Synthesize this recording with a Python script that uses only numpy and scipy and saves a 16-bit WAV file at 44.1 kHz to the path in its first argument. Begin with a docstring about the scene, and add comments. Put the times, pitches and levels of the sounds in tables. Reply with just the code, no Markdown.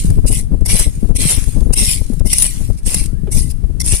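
"""Eight gritty pulls of a small hand rake through lumpy wet sand, close up, on an open shore.
The tines bite, drag, ring and knock on shell bits; loosened crumbs trickle down between pulls.
A breeze buffets the microphone, mostly its left port, and now and then overloads it.
Behind are the even hiss of the shore, one dull plop and a faint far whistle."""
import sys
import numpy as np
from scipy import signal
from scipy.fft import rfft, irfft
from scipy.io import wavfile
from scipy.ndimage import uniform_filter1d

SR = 44100
rng = np.random.default_rng(int(sys.argv[2]) if len(sys.argv) > 2 else 0)


def unload_audio(sound):
    """Save the sound as a 16-bit wav file, at the path given as the first command line argument."""
    columns = np.transpose(np.atleast_2d(sound))
    # keep every value between -1 and 1, then stretch to whole-number steps
    steps = np.round(np.clip(columns, -1, 1) * 32767)
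    wavfile.write(sys.argv[1], SR, steps.astype(np.int16))


N = 176400
T = np.arange(N) / SR

# rake pulls: start_s, length_s, first_db, last_db, release_s, rasp_db
PULLS = [(-.15, 0.15, -19, -16.5, 0.004, 9.5), (0.333, 0.059, -16.5, -21, 0.02, 2),
         (0.701, 0.13, -12.5, -14, 0.026, 3.5), (1.21, 0.12, -13.5, -12.5, 0.036, 6.5),
         (1.785, .15, -11.5, -12.5, 0.029, 6), (2.311, 0.15, -17, -14, 0.033, 2.5),
         (2.883, 0.12, -16.5, -18.5, 0.034, -0.5), (3.353, 0.033, -18.5, -17, 0.043, -23),
         (3.864, 0.085, -17, -14, 0.043, -5)]
# tines biting in or breaking a clod: middle_s, half_length_s, level_db
BITES = [(0.267, 0.0025, -26.5), (.284, 0.0094, -17.5), (.663, 0.0053, -15), (0.798, 0.0064, -10.5),
         (1.165, 0.0066, -16), (1.314, 0.012, -15), (1.737, 0.0053, -12.5), (2.27, 0.0089, -21),
         (2.785, 0.011, -35.5), (2.869, .005, -18), (3.326, 0.0072, -19), (3.509, 0.0076, -27.5),
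         (3.804, 0.0027, -14.5), (3.816, 0.0036, -14.5)]
# tines hitting shell bits and pebbles: start_s, level_db
KNOCKS = [(1.911, -2), (2.329, -1.5), (2.333, 6), (2.384, 3.5), (2.401, -5), (2.4229, 9), (2.466, -4),
          (2.945, 5)]
# sand scraping on the tines: freq_hz, level_db
SCRAPE_SPECTRUM = [(200, -40), (700, -30), (1350, -42), (1750, -12), (2050, 0), (3300, -7), (4500, -1),
                   (5500, 6.5), (6800, 0.5), (9000, 6), (11000, 0.5), (14200, -4.5)]
# packed sand giving way: freq_hz, level_db
RASP_SPECTRUM = [(1700, -29.5), (2100, 5.5), (4000, 3), (6500, -9.5)]
# clods crumbling: freq_hz, level_db
CLOD_SPECTRUM = [(150, 5.5), (1350, -5.5), (2300, -2.5), (5000, -49)]

def rake(pull_db=-7.5, bite_db=-4.5, knock_db=-14.5, rasp_db=-12, clod_db=-19, ping_db=-17, ping_hz=9000):
    """Tines crush grains: a crunch going in, a rasping drag, hard knocks that set a tine pinging."""
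    drag = rasping = 0
    for start, length, first_db, last_db, release, pull_rasp_db in PULLS:
        level_db = np.interp(T, [start, start + length], [first_db, last_db])
        pull = from_db(level_db) * held(start, length, attack_s=0.022, release_s=release)
        drag += pull
        rasping += from_db(pull_db + rasp_db + pull_rasp_db) * pull
    bites = sum(from_db(db) * swell(middle, half) for middle, half, db in BITES)
    knocks = sum(from_db(db) * held(start, 0, attack_s=0.0013, release_s=0.004) for start, db in KNOCKS)
    impacts = from_db(bite_db) * bites + from_db(knock_db) * knocks
    force = from_db(pull_db) * drag * grains(per_s=9000, spread_db=0, clump_db=-1, clump_hz=130)
    force += impacts * grains(per_s=20000, spread_db=1.5, clump_db=-0.5, clump_hz=333)
    scrape = coloured(force, SCRAPE_SPECTRUM)
    rasp = coloured(rasping * grains(per_s=2500, spread_db=3.5, clump_db=-1.5, clump_hz=90), RASP_SPECTRUM)
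    ping = from_db(ping_db) * knocks * np.sin(2 * np.pi * ping_hz * T)
    clods = from_db(clod_db) * coloured(force.sum(axis=0), CLOD_SPECTRUM)
    return scrape + rasp + drag * snaps() + tines(force) + ping + clods


# tine modes, damped by sand: pitch_hz, width_hz, level_db
TINE_MODES = [(2137, 150, -13), (2840, 73, -18.5), (3564, 57, -22.5), (4266, 70, -20), (5340, 250, -13.5)]

def tines(force, glide=0.036, waver_db=11.5, waver_hz=4):
    """Each mode glides and rings more or less freely as sand packs round the tines and falls away."""
    ringing = 0
    for hz, width_hz, db in TINE_MODES:
        pitch_hz = hz * (1 + glide * drift(waver_hz))
        phasor = np.exp(2j * np.pi * np.cumsum(pitch_hz) / SR)
        pole = np.exp(-np.pi * width_hz / SR)
        ring = (phasor * signal.lfilter([1], [1, -pole], force / phasor)).real
        freedom = from_db(waver_db * np.clip(drift(waver_hz), -2, 1))
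        ringing += from_db(db) * unit_rms(ring) * unit_rms(freedom)
    return np.std(force) * ringing


def snaps(per_s=130, q=30, level_db=-17, pitches=24):
    """Coarse grains crack one by one, each ringing briefly at its own pitch."""
    cracks = (rng.random(N) < per_s / SR) * rng.standard_normal((2, N))
    pitch_index = rng.integers(0, pitches, N)
    rings = sum(resonate(cracks * (pitch_index == k) + 1e-18, hz, q)
                for k, hz in enumerate(np.geomspace(2300, 11000, pitches)))
    return from_db(level_db) * unit_rms(rings)


# crumbs trickling: start_s, length_s, level_db, fade_db_per_s
TRICKLES = [(0, 0.44, -23, 91), (0.812, 0.303, -36.5, 13), (1.361, 0.38, -21, 66), (1.945, 0.25, -27, 59),
            (2.497, 0.26, -23.5, 66), (3.473, 0.05, -38, 16)]
# flung grit landing: start_s, level_db
TICKS = [(0.104, -17.5), (0.611, -29.5), (.954, -27), (1.608, -21), (2.136, -23), (2.197, -21),
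         (2.834, -30), (3.029, -29), (3.04, -14), (3.06, -13.5)]
# falling sand: freq_hz, level_db
CRUMB_SPECTRUM = [(300, -8), (1400, -3), (2200, 1), (3300, 0.5), (5300, 2.5), (7000, 5), (10000, 2.5),
                  (14200, 0.5)]

def crumbs(trickle_db=-7, tick_db=-13, edge_s=0.0018):
    """Loosened sand patters down, ever fainter; larger bits land with a tick."""
    fall = sum(from_db(db - fade * np.clip(T - start, 0, length)) * held(start, length, edge_s, edge_s)
               for start, length, db, fade in TRICKLES)
    landings = sum(from_db(db) * held(start, 0, attack_s=0.0027, release_s=0.0039) for start, db in TICKS)
    patter = from_db(trickle_db) * fall * grains(per_s=10000, spread_db=0, clump_db=1.5, clump_hz=88)
    ticks = from_db(tick_db) * landings * rng.standard_normal((2, N))
    return coloured(patter + ticks, CRUMB_SPECTRUM)


def grains(per_s, spread_db, clump_db, clump_hz, correlation=0.089):
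    """Grains click in clumps; each reaches the two ports with partly different strength."""
    clicks = rng.random(N) < per_s / SR
    sizes = from_db(spread_db * np.minimum(rng.exponential(1, N), 4))
    shared, own = rng.standard_normal(N), rng.standard_normal((2, N))
    strength = np.sqrt(correlation) * shared + np.sqrt(1 - correlation) * own
    clumps = from_db(clump_db * np.clip(drift(clump_hz), -2, 2))
    return unit_rms(clicks * sizes * clumps * strength)


def clump_colours(sand, depth_db=4.5, rate_hz=9, base_hz=1800, bands_per_octave=13):
    """Each clump of grains has its own colour: narrow bands swell and fade separately."""
    freq_hz = np.arange(N // 2 + 1) * SR / N
    band_position = np.log2(np.maximum(freq_hz / base_hz, 1)) * bands_per_octave
    spectrum = rfft(sand)
    mix = 0
    for k in range(42):
        band = irfft(spectrum * np.maximum(1 - abs(band_position - k), 0), N)
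        mix += band * unit_rms(from_db(depth_db * np.minimum(drift(rate_hz), 1)))
    return mix


# breeze strength: time_s, level_db, left_minus_right_db
BREEZE = [(0.0, -21, -7), (0.1, -15.5, 7), (0.73, -20, 14), (0.98, -26.5, 4), (1.058, -20, 27),
          (1.6, -19.5, 17), (2.67, -21, 15), (2.72, -17, 29), (2.8, -32.5, -7.5), (2.85, -20.5, 21),
          (3.84, -17.5, 19), (3.951, -19.5, 32), (4.0, -27, 12)]
# eddies striking the microphone: middle_s, half_length_s, level_db
EDDIES = [(0.186, 0.0088, -9.5), (0.252, 0.0072, -5), (0.312, 0.018, -11.5), (.535, 0.018, -10),
          (0.619, 0.0055, -7.5), (0.743, 0.012, -7), (0.81, 0.0082, -11), (0.872, 0.0069, -7.5),
          (1.046, 0.013, -12), (1.107, 0.012, -5.5), (1.154, 0.0057, -11.5), (1.217, 0.021, -13.5),
          (1.38, 0.0047, -6.5), (1.479, 0.0078, -9), (1.575, 0.013, -9), (1.623, 0.0086, -9),
          (1.667, 0.012, -12), (1.704, 0.0092, -5), (1.779, 0.0052, -9.5), (1.824, 0.011, -10.5),
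          (2.015, 0.0046, -11.5), (2.132, 0.0095, -14.5), (2.212, 0.0046, -7), (2.259, 0.0082, -8),
          (2.614, 0.013, -15.5), (2.705, 0.0049, -9), (2.873, 0.0064, -10.5), (3.018, 0.0046, -13.5),
          (3.368, 0.012, -8.5), (3.642, 0.0049, -12.5), (3.702, 0.0057, -16), (3.94, 0.0062, -8.5)]
# wind rumble: freq_hz, level_db
RUMBLE_SPECTRUM = [(8, -11), (22, 2), (40, -.5), (80, -8), (160, -14.5), (300, -29), (600, -48),
                   (3000, -111)]
# eddy flutter: freq_hz, level_db
EDDY_SPECTRUM = [(15, -7), (60, 5), (150, -2), (250, -9.5), (400, -15.5), (700, -28.5), (1300, -48.5),
                 (3000, -63.5)]

def wind(rumble_db=5, gust_db=3, gust_hz=22, push_db=13.5, push_share=0.49, leak_hz=26):
    """Air rumbles at each port; eddies add flutter and push on the left. The right is mostly sheltered."""
    times, breeze_db, shelter_db = np.transpose(BREEZE)
    strength = from_db(rumble_db + np.interp(T, times, breeze_db) + gust_db * drift(gust_hz))
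    rumble = strength * turbulence(RUMBLE_SPECTRUM, levelling_hz=18.4)
    strikes = sum(from_db(db) * swell(middle, half) for middle, half, db in EDDIES)
    pushes = sum(from_db(push_db + db) * swell(middle, half * push_share) for middle, half, db in EDDIES)
    left, right = rumble + strikes * turbulence(EDDY_SPECTRUM, levelling_hz=116)
    left += signal.lfilter(*signal.butter(1, leak_hz, "high", fs=SR), pushes)
    right *= from_db(-np.interp(T, times, shelter_db))
    return np.array([left, right])


def turbulence(spectrum, levelling_hz):
    """Coloured stereo noise with its slower level swings evened out."""
    noise = coloured(rng.standard_normal((2, N)), spectrum)
    power = abs(signal.hilbert(noise)) ** 2 / 2
    return noise / np.sqrt(uniform_filter1d(power, int(SR / levelling_hz)))


# hollow thuds of air: start_s, level_db, pitch_hz
THUDS = [(0.048, -0.5, 161), (0.519, -6.5, 190), (1.031, -1.5, 204), (1.255, 0.5, 154), (1.563, -8.5, 229),
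         (2.102, -4, 225), (2.692, -4.5, 108), (3.133, -5, 141), (3.236, -3.5, 130), (3.926, -1.5, 99)]

def thuds(attack_s=0.0012, decay_s=0.009, right_db=-24):
    """Jolts of air at the left port die within a few cycles."""
    jolts = sum(from_db(db) * held(start, 0, attack_s, decay_s) * np.sin(2 * np.pi * hz * (T - start))
                for start, db, hz in THUDS)
    return jolts * from_db([[0], [right_db]])


# dull plop: freq_hz, level_db
PLOP_SPECTRUM = [(120, -17), (400, 15), (900, -15.5), (3000, -23.5), (12000, -48)]

def plop(start_s=3.272, level_db=-22.5):
    """One soft, dull plop, toward the right."""
    burst = held(start_s, 0, attack_s=0.0013, release_s=0.018) * rng.standard_normal(N)
    return from_db(level_db) * coloured(burst, PLOP_SPECTRUM) * np.array([[0.5], [1]])


# shore hiss: freq_hz, level_db
SHORE_SPECTRUM = [(200, 40.8), (900, 17), (1700, 14.7), (3000, 10.1), (6000, 9), (10000, 8.4), (14200, 8.5)]

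def shore(level_db=-41.5):
    """Faint, even hiss of the open shore."""
    return from_db(level_db) * coloured(rng.standard_normal((2, N)), SHORE_SPECTRUM)


# far whistle: start_s, length_s, first_hz, last_hz, level_db
WHISTLES = [(3.056, 0.14, 1100, 1770, -60)]

def whistle(waver_hz=30):
    """A faint, wavering tone glides upward."""
    waver = waver_hz * drift(rate_hz=75)
    tone = 0
    for start, length, first_hz, last_hz, db in WHISTLES:
        pitch_hz = np.interp(T, [start, start + length], [first_hz, last_hz]) + waver
        envelope = from_db(db) * held(start, length, attack_s=0.011, release_s=0.03)
        tone += envelope * np.sin(2 * np.pi * np.cumsum(pitch_hz) / SR)
    return tone


def from_db(db):
    """Decibels to gain."""
    return 10 ** (np.asarray(db) / 20)


def unit_rms(x):
    """Scale to unit power."""
    return x / np.sqrt(np.mean(x ** 2) + 1e-20)


def drift(rate_hz):
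    """Smooth random wander of unit power, computed at a tenth of the sample rate."""
    pole = np.exp(-20 * np.pi * rate_hz / SR)
    slow = signal.lfilter([1], [1, -2 * pole, pole * pole], rng.standard_normal(N // 10 + 4002))[4000:]
    return np.interp(np.arange(N) / 10, np.arange(len(slow)), unit_rms(slow))


def coloured(x, spectrum):
    """Minimum-phase filter with the given spectrum and unit power gain."""
    size = 2 * N
    hz, db = np.transpose(spectrum)
    bin_hz = np.arange(N + 1) * SR / size
    gain = unit_rms(from_db(np.interp(np.log(bin_hz + 1), np.log(hz), db)))
    cepstrum = irfft(np.log(gain))
    cepstrum[1:N] *= 2
    cepstrum[N + 1:] = 0
    return irfft(rfft(x, size) * np.exp(rfft(cepstrum)), size)[..., :N]


def resonate(x, hz, q):
    """One resonance with unit peak gain."""
    return signal.lfilter(*signal.iirpeak(hz, q, fs=SR), x)


def swell(middle_s, half_length_s):
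    """Bell-shaped rise and fall."""
    return np.exp(-0.5 * np.minimum(((T - middle_s) / half_length_s) ** 2, 60))


def held(start_s, length_s, attack_s, release_s):
    """Bell-shaped rise up to start_s, hold, exponential fall."""
    rise = (np.maximum(start_s - T, 0) / attack_s) ** 2
    fall = np.maximum(T - start_s - length_s, 0) / release_s
    return np.exp(-np.minimum(rise + fall, 30))


def scene(pan_db=3, left_lag_s=0.00008):
    """All sources in open air; sand and shore are louder and slightly later at the left port."""
    sand = clump_colours(rake() + crumbs())
    left, right = (sand + shore()) * from_db([[pan_db / 2], [-pan_db / 2]])
    left = np.interp(T - left_lag_s, T, left)
    return np.array([left, right]) + plop() + whistle() + wind() + thuds()


# microphone port resonances, left then right: pitch_hz, width_hz, boost_db
PORTS = [(9824, 450, 18), (8540, 830, 13)]

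def record(dry, cutoff_hz=14300):
    """Each port rings in the high treble; peaks overload; the top is cut."""
    heard = np.array([x + (from_db(boost_db) - 1) * resonate(x, hz, hz / width_hz)
                      for x, (hz, width_hz, boost_db) in zip(dry, PORTS)])
    low_pass = signal.ellip(10, 0.1, 70, cutoff_hz, fs=SR, output="sos")
    return signal.sosfilt(low_pass, np.clip(heard, -1, 1))


dry = scene()
out = record(dry)
unload_audio(out)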